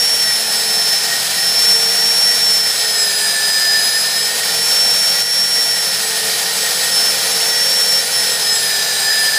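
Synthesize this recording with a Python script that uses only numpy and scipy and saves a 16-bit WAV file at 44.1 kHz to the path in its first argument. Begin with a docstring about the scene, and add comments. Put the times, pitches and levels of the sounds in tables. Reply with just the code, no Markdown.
"""A split-frame lathe, driven by a fast electric motor, turns two tool slides round a steel pipe.
From the start, close by, a twelve-blade fan whines over rushing air; the cut hisses and chips crackle.
Near 3 s the tools bite deeper: the motor sags and its pinion sings. It recovers by 4.6 s, and at 5.2 s
the rushing noise dips briefly. From 5.6 s the ring's next turn brings the same loads round again;
the reduction gear knocks harder around 7 s, and near 9 s the motor labours once more."""
import sys
import numpy as np
from scipy import signal
from scipy.fft import rfft, irfft, next_fast_len
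from scipy.io import wavfile

SR = 44100
rng = np.random.default_rng(int(sys.argv[2]) if len(sys.argv) > 2 else 0)


def store_wav(level_fs):
    """Save 16-bit WAV to argv[1]."""
    pcm = np.round(np.clip(np.atleast_2d(level_fs), -1, 1) * 32767)
    wavfile.write(sys.argv[1], SR, pcm.T.astype(np.int16))


N = 413658
TIME = np.arange(N) / SR
TURN_S = 5.5625  # one turn of the ring

# shaft rate over the thick and thin of the pipe wall, before slowing: (t/s into the turn, f/Hz)
SHAFT_RATE = [(0.16, 455.5), (0.48, 441.6), (0.84, 445.9), (1.23, 440.6), (1.66, 451.4), (2.13, 455.9),
              (2.43, 453.7), (2.85, 439.5), (3.15, 418.5), (3.37, 413.7), (3.52, 417.8), (3.75, 416.6),
              (4.1, 426.1), (4.59, 452.4), (5.51, 457.1)]
# fan whine, loudest when the motor runs free: (load 0-1, level/dB)
BLADE_TONE_BY_LOAD = [(.05, -15), (.21, -16), (.38, -19), (.9, -21), (1, -18)]
# brief swells and fades of the whine: (t/s, half length/s, change/dB)
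BLADE_TONE_SWELLS = [(.51, 0.24, -3.5), (1.22, 0.21, -4), (1.68, .11, 2.8), (2.27, 0.081, 3),
                     (2.53, .06, 3.2), (3.38, 0.052, -10), (3.66, 0.3, 4), (4.36, 0.073, -11),
                     (4.52, 0.18, -5.5), (5.27, 0.046, -5), (6.22, 0.46, -6), (6.67, 1, -3.5),
                     (7.03, 0.097, 5), (7.24, 0.12, -6), (8.07, 0.057, -20), (8.28, .21, -4),
                     (8.5, 0.036, 6), (8.93, 0.15, -7)]
# unbalance hum, swelling and sinking as the slides go round: (t/s into the turn, level/dB)
UNBALANCE_HUM = [(.05, -39.5), (.32, -45), (.48, -39), (1.03, -39), (1.33, -47), (1.77, -35), (2.68, -44),
                 (2.87, -39.5), (4.0, -49), (4.2, -41), (4.6, -39), (5.4, -48)]
# weak shaft orders and bearing tones: (multiple of the shaft rate, level/dB)
SHAFT_ORDERS = [(2.17, -50.5), (4, -42.5), (9.28, -40.5), (10.6, -40), (11, -46), (13, -40), (14, -46),
                (17, -47), (18, -38), (19, -48), (20, -40.5), (21, -40.5), (22, -39.5), (36, -53)]
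# housing resonances that lift a tone gliding through them: (f/Hz, width/Hz, lift/dB)
HOUSING_MODES = [(133, 12, 7), (178, 14, 6), (221, 12, 7), (3920, 220, 5), (4700, 110, 7), (6330, 170, 7),
                 (7680, 75, 14), (7930, 55, 10), (8300, 130, 7), (9450, 130, 6)]
# spectrum of rushing air and housing rumble: (f/Hz, relative level/dB)
AIR_SPECTRUM = [(25, -49), (60, -24.5), (100, -26.5), (190, -13), (290, -21.5), (480, -10.5), (900, -12.5),
                (1100, -14), (1700, -11.5), (2700, -10), (4600, -4.5), (6200, -8.5), (10500, -10),
                (11500, -13.5), (15500, -15)]
# resonances of gear case and pipe: (f/Hz, width/Hz, level/dB)
BODY_MODES = [(683, 58, -38), (789, 31, -41), (1457, 95, -36), (1818, 84, -33.5), (2334, 64, -38),
              (3190, 300, -35.5)]
# slow rise and fall of the rush and those resonances: (t/s, level/dB)
RUSH_LEVEL = [(0, -0.9), (1.6, 0.1), (3.2, -1), (4.2, -0.8), (4.65, .5), (6.1, .1), (7.25, 1.5),
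              (7.8, -0.05), (9.38, -0.4)]
# resonances of tool and chip: (f/Hz, width/Hz, level/dB)
TOOL_MODES = [(3310, 300, -48.5), (4063, 175, -32.5), (4790, 220, -35), (5090, 150, -34.5),
              (5890, 180, -43), (6430, 260, -36.5)]
# the cut goes light and its hiss thins out: (t/s, half length/s, change/dB)
HISS_DIPS = [(.22, .28, -6), (1.9, 0.23, -4), (2.6, 0.15, -7), (5.7, 0.46, -0.5)]
# bursts of rasp from the pinion: (t/s, half length/s, rise/dB)
PINION_RASPS = [(.27, 0.06, 5), (1.0, 0.15, 5.5), (1.42, .12, 3), (2.3, 0.052, 10.5), (6.8, 0.21, 5),
                (7.56, .09, 8)]
# growl of the reduction gear: (multiple of its turning rate, level/dB)
GEAR_ORDERS = [(3, -57), (4, -54), (5, -56), (11, -49), (12, -46)]
# how hard the reduction gear's teeth knock: (t/s, level/dB)
TOOTH_KNOCK = [(0, -3), (1.5, -7), (3.5, -5), (4.6, 2.5), (5.8, 0), (6.8, 6), (8.2, 5.5), (9.38, 0)]


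def from_db(db):
    """Amplitude ratio of a level in decibels."""
    return 10 ** (np.asarray(db) / 20)


def rms_one(x):
    """Normalisation to unit rms."""
    return x / np.sqrt(np.mean(x ** 2) + 1e-20)


def curve(rows, at=TIME, period=None):
    """Linear interpolation in a two-column table, periodic if a period is given."""
    return np.interp(at, *np.transpose(rows), period=period)


def swells_db(rows, time=TIME):
    """Superposition of flat-topped swells and dips in level."""
    return sum(db * np.exp(-((time - at_s) / half_s) ** 4) for at_s, half_s, db in rows)


def drift(rate_hz):
    """Low-pass noise of unit rms: a random fluctuation that changes about rate_hz times a second."""
    step, settle = 40, 2000
    pole = np.exp(-2 * np.pi * rate_hz * step / SR)
    white = rng.standard_normal(N // step + settle + 2)
    slow = signal.lfilter([1], [1, -2 * pole, pole ** 2], white)[settle:]
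    return np.interp(np.arange(N) / step, np.arange(len(slow)), rms_one(slow))


def tone(cycles, scatter, rate_hz):
    """Interference: reflections off moving parts blur a sine's amplitude and phase; unit rms."""
    phase = 2 * np.pi * (cycles + rng.random())
    in_phase = (1 + scatter * drift(rate_hz)) * np.sin(phase)
    quadrature = scatter * drift(rate_hz) * np.cos(phase)
    return rms_one(in_phase + quadrature)


def coloured_noise(spectrum):
    """Spectral shaping of white noise; unit rms."""
    size = next_fast_len(N)
    hz, level_db = np.transpose(spectrum)
    bin_hz = np.maximum(np.arange(size // 2 + 1) * SR / size, 1)
    gain = from_db(np.interp(np.log(bin_hz), np.log(hz), level_db)) * np.minimum(bin_hz / hz[0], 1)
    return rms_one(irfft(rfft(rng.standard_normal(size)) * gain, size)[:N])


def resonate(force, hz, width_hz):
    """Forced response of one damped mode; unit rms."""
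    radius = np.exp(-np.pi * width_hz / SR)
    feedback = [1, -2 * radius * np.cos(2 * np.pi * hz / SR), radius ** 2]
    return rms_one(signal.lfilter([1, 0, -1], feedback, force))


def fan(turns, load, blades=12, torque_ripple_hz=100, fade_db_per_s=0.05):
    """Blade-passing tone, amplitude-modulated by the mains, with its octave and stray reflections."""
    whine_db = curve(BLADE_TONE_BY_LOAD, load) - fade_db_per_s * TIME + swells_db(BLADE_TONE_SWELLS)
    flutter = 1 + 0.066 * np.sin(2 * np.pi * torque_ripple_hz * TIME)
    direct = from_db(whine_db + drift(8.9)) * flutter * tone(blades * turns, scatter=0.089, rate_hz=22)
    stray = from_db(-33) * tone(blades * turns, scatter=10, rate_hz=7.7)  # remains through the fades
    octave_db = -27 + load * (-4.5 + 3.5 * drift(7.7))  # weaker and less steady under load
    return direct + stray + from_db(octave_db) * tone(2 * blades * turns, scatter=0.18, rate_hz=6.7)


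def housing(hz):
    """Resonant amplification: the housing's gain for a tone of this frequency."""
    return 1 + sum((from_db(db) - 1) / (1 + (2 * (hz - centre) / width) ** 2)
                   for centre, width, db in HOUSING_MODES)


def motor(turns, speed, load, free_db=-3, load_db=6):
    """Rotating unbalance hums; uneven blades and bearings add a ladder of tones that grows with load."""
    hum = tone(turns, scatter=0.22, rate_hz=8.1)
    hum += from_db(-6) * tone(2 * turns, scatter=0.49, rate_hz=8.9)
    hum_db = curve(UNBALANCE_HUM, period=TURN_S) + 1
    ladder = sum(from_db(db) * housing(order * speed) * tone(order * turns, scatter=0.58, rate_hz=6)
                 for order, db in SHAFT_ORDERS)
    return from_db(hum_db) * hum + from_db(free_db + load_db * load) * ladder


def air(level_db=-19, flutter_db=0.87):
    """Flow noise leaves the vents unevenly while vibration excites the modes of gear case and pipe."""
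    rush = from_db(level_db + flutter_db * drift(26)) * coloured_noise(AIR_SPECTRUM)
    body = sum(from_db(db) * resonate(rng.standard_normal(N), hz, width) for hz, width, db in BODY_MODES)
    return from_db(curve(RUSH_LEVEL)) * (rush + body)


def cutting(load, slips_per_s=9000, spread_db=3, patchy_db=2):
    """Shear: the chip parts in thousands of tiny slips that ring the tool, harder under load."""
    cut_db = 0.5 + 1.2 * load + swells_db(HISS_DIPS)
    hiss = 0
    for hz, width, db in TOOL_MODES:
        slips = (rng.random(N) < slips_per_s / SR) * rng.standard_normal(N)
        slips *= from_db(spread_db * rng.standard_normal(N))
        hiss += from_db(db + cut_db + patchy_db * drift(23)) * resonate(slips, hz, width)
    return hiss


def chips(ticks_per_mode_per_s=60, spread_db=2.5, level_db=-43):
    """Impact excitation: curled chips tick faintly against the ring, each at one of seven pitches."""
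    ticks = 0
    for hz in np.geomspace(3000, 12000, num=7):
        sizes = from_db(spread_db * np.minimum(rng.exponential(1, N), 3))
        impacts = sizes * (rng.random(N) < ticks_per_mode_per_s / SR)
        ticks += resonate(impacts + 1e-18 * rng.random(N), hz, width_hz=350)  # floor prevents underflow
    return from_db(level_db) * rms_one(ticks)


def reflections(x, ring_s=0.001275, slides_s=(0.0023, 0.0037, 0.0059), sway_s=0.00008):
    """Comb filtering: a steady echo off the ring, and later ones off the moving slides, colour x."""
    out = x + 0.037 * np.interp(TIME - ring_s, TIME, x)
    for delay_s in slides_s:
        out += 0.052 * np.interp(TIME - delay_s - sway_s * drift(0.36), TIME, x)
    return out


def pinion(turns, wheel_turns, load, order=4.241, free_db=-36.5, load_db=11):
    """Tooth meshing: a tone that grows with load, with rattle and a sideband one wheel rate below."""
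    bite_db = swells_db([(3.74, 0.26, 4.5)], TIME % TURN_S)  # sings out once each turn, near 3.7 s into it
    level_db = free_db + load_db * load + bite_db + swells_db(PINION_RASPS)
    mesh = tone(order * turns, scatter=0.32, rate_hz=20)
    sideband = from_db(-13) * tone(order * turns - wheel_turns, scatter=0.93, rate_hz=27)
    rattle = from_db(3 * drift(20)) * tone(order * turns, scatter=2, rate_hz=50)
    stutter_db = 2.5 * (1 - 0.5 * load) * drift(8.1)  # a loaded mesh runs steadier
    return from_db(level_db + stutter_db) * (mesh + sideband + from_db(-9) * rms_one(rattle))


def reduction_gear(wheel_turns, wheel_hz):
    """Harmonics of the slower wheel's rotation growl; the upper ones rise as the teeth knock."""
    knock_db = curve(TOOTH_KNOCK)
    growl = 0
    for order, level_db in GEAR_ORDERS:
        gain = from_db(level_db + knock_db * (order > 10)) * housing(order * wheel_hz)
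        growl += gain * tone(order * wheel_turns, scatter=0.59, rate_hz=9.5)
    return growl


def brief_dip(at_s=5.225, depth_db=-4, recovery_s=0.5):
    """Exponential recovery: a gain that drops at once and swells back."""
    return from_db(depth_db * (TIME > at_s) * np.exp(-np.abs(TIME - at_s) / recovery_s))


def scene(free_hz=456, labouring_hz=414, slowing_hz_per_s=0.215, gear_ratio=0.0993):
    """Superposition of noise and tones geared to one shaft, whose sag tells the load; channels alike."""
    speed = curve(SHAFT_RATE, period=TURN_S) - slowing_hz_per_s * TIME  # slows as the tools feed in
    load = (free_hz - speed) / (free_hz - labouring_hz)
    turns = np.cumsum(speed) / SR
    wheel_turns = gear_ratio * turns
    noise = brief_dip() * reflections(air() + cutting(load) + chips())
    drive = fan(turns, load) + motor(turns, speed, load)
    gears = pinion(turns, wheel_turns, load) + reduction_gear(wheel_turns, gear_ratio * speed)
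    machine = drive + gears + noise
    return np.array([machine, machine])


def record(dry, cutoff_hz=15300):
    """Band limiting: an elliptic low-pass filter cuts the top steeply."""
    return signal.sosfilt(signal.ellip(12, 0.1, 90, cutoff_hz, fs=SR, output="sos"), dry)


dry = scene()
out = record(dry)
store_wav(out)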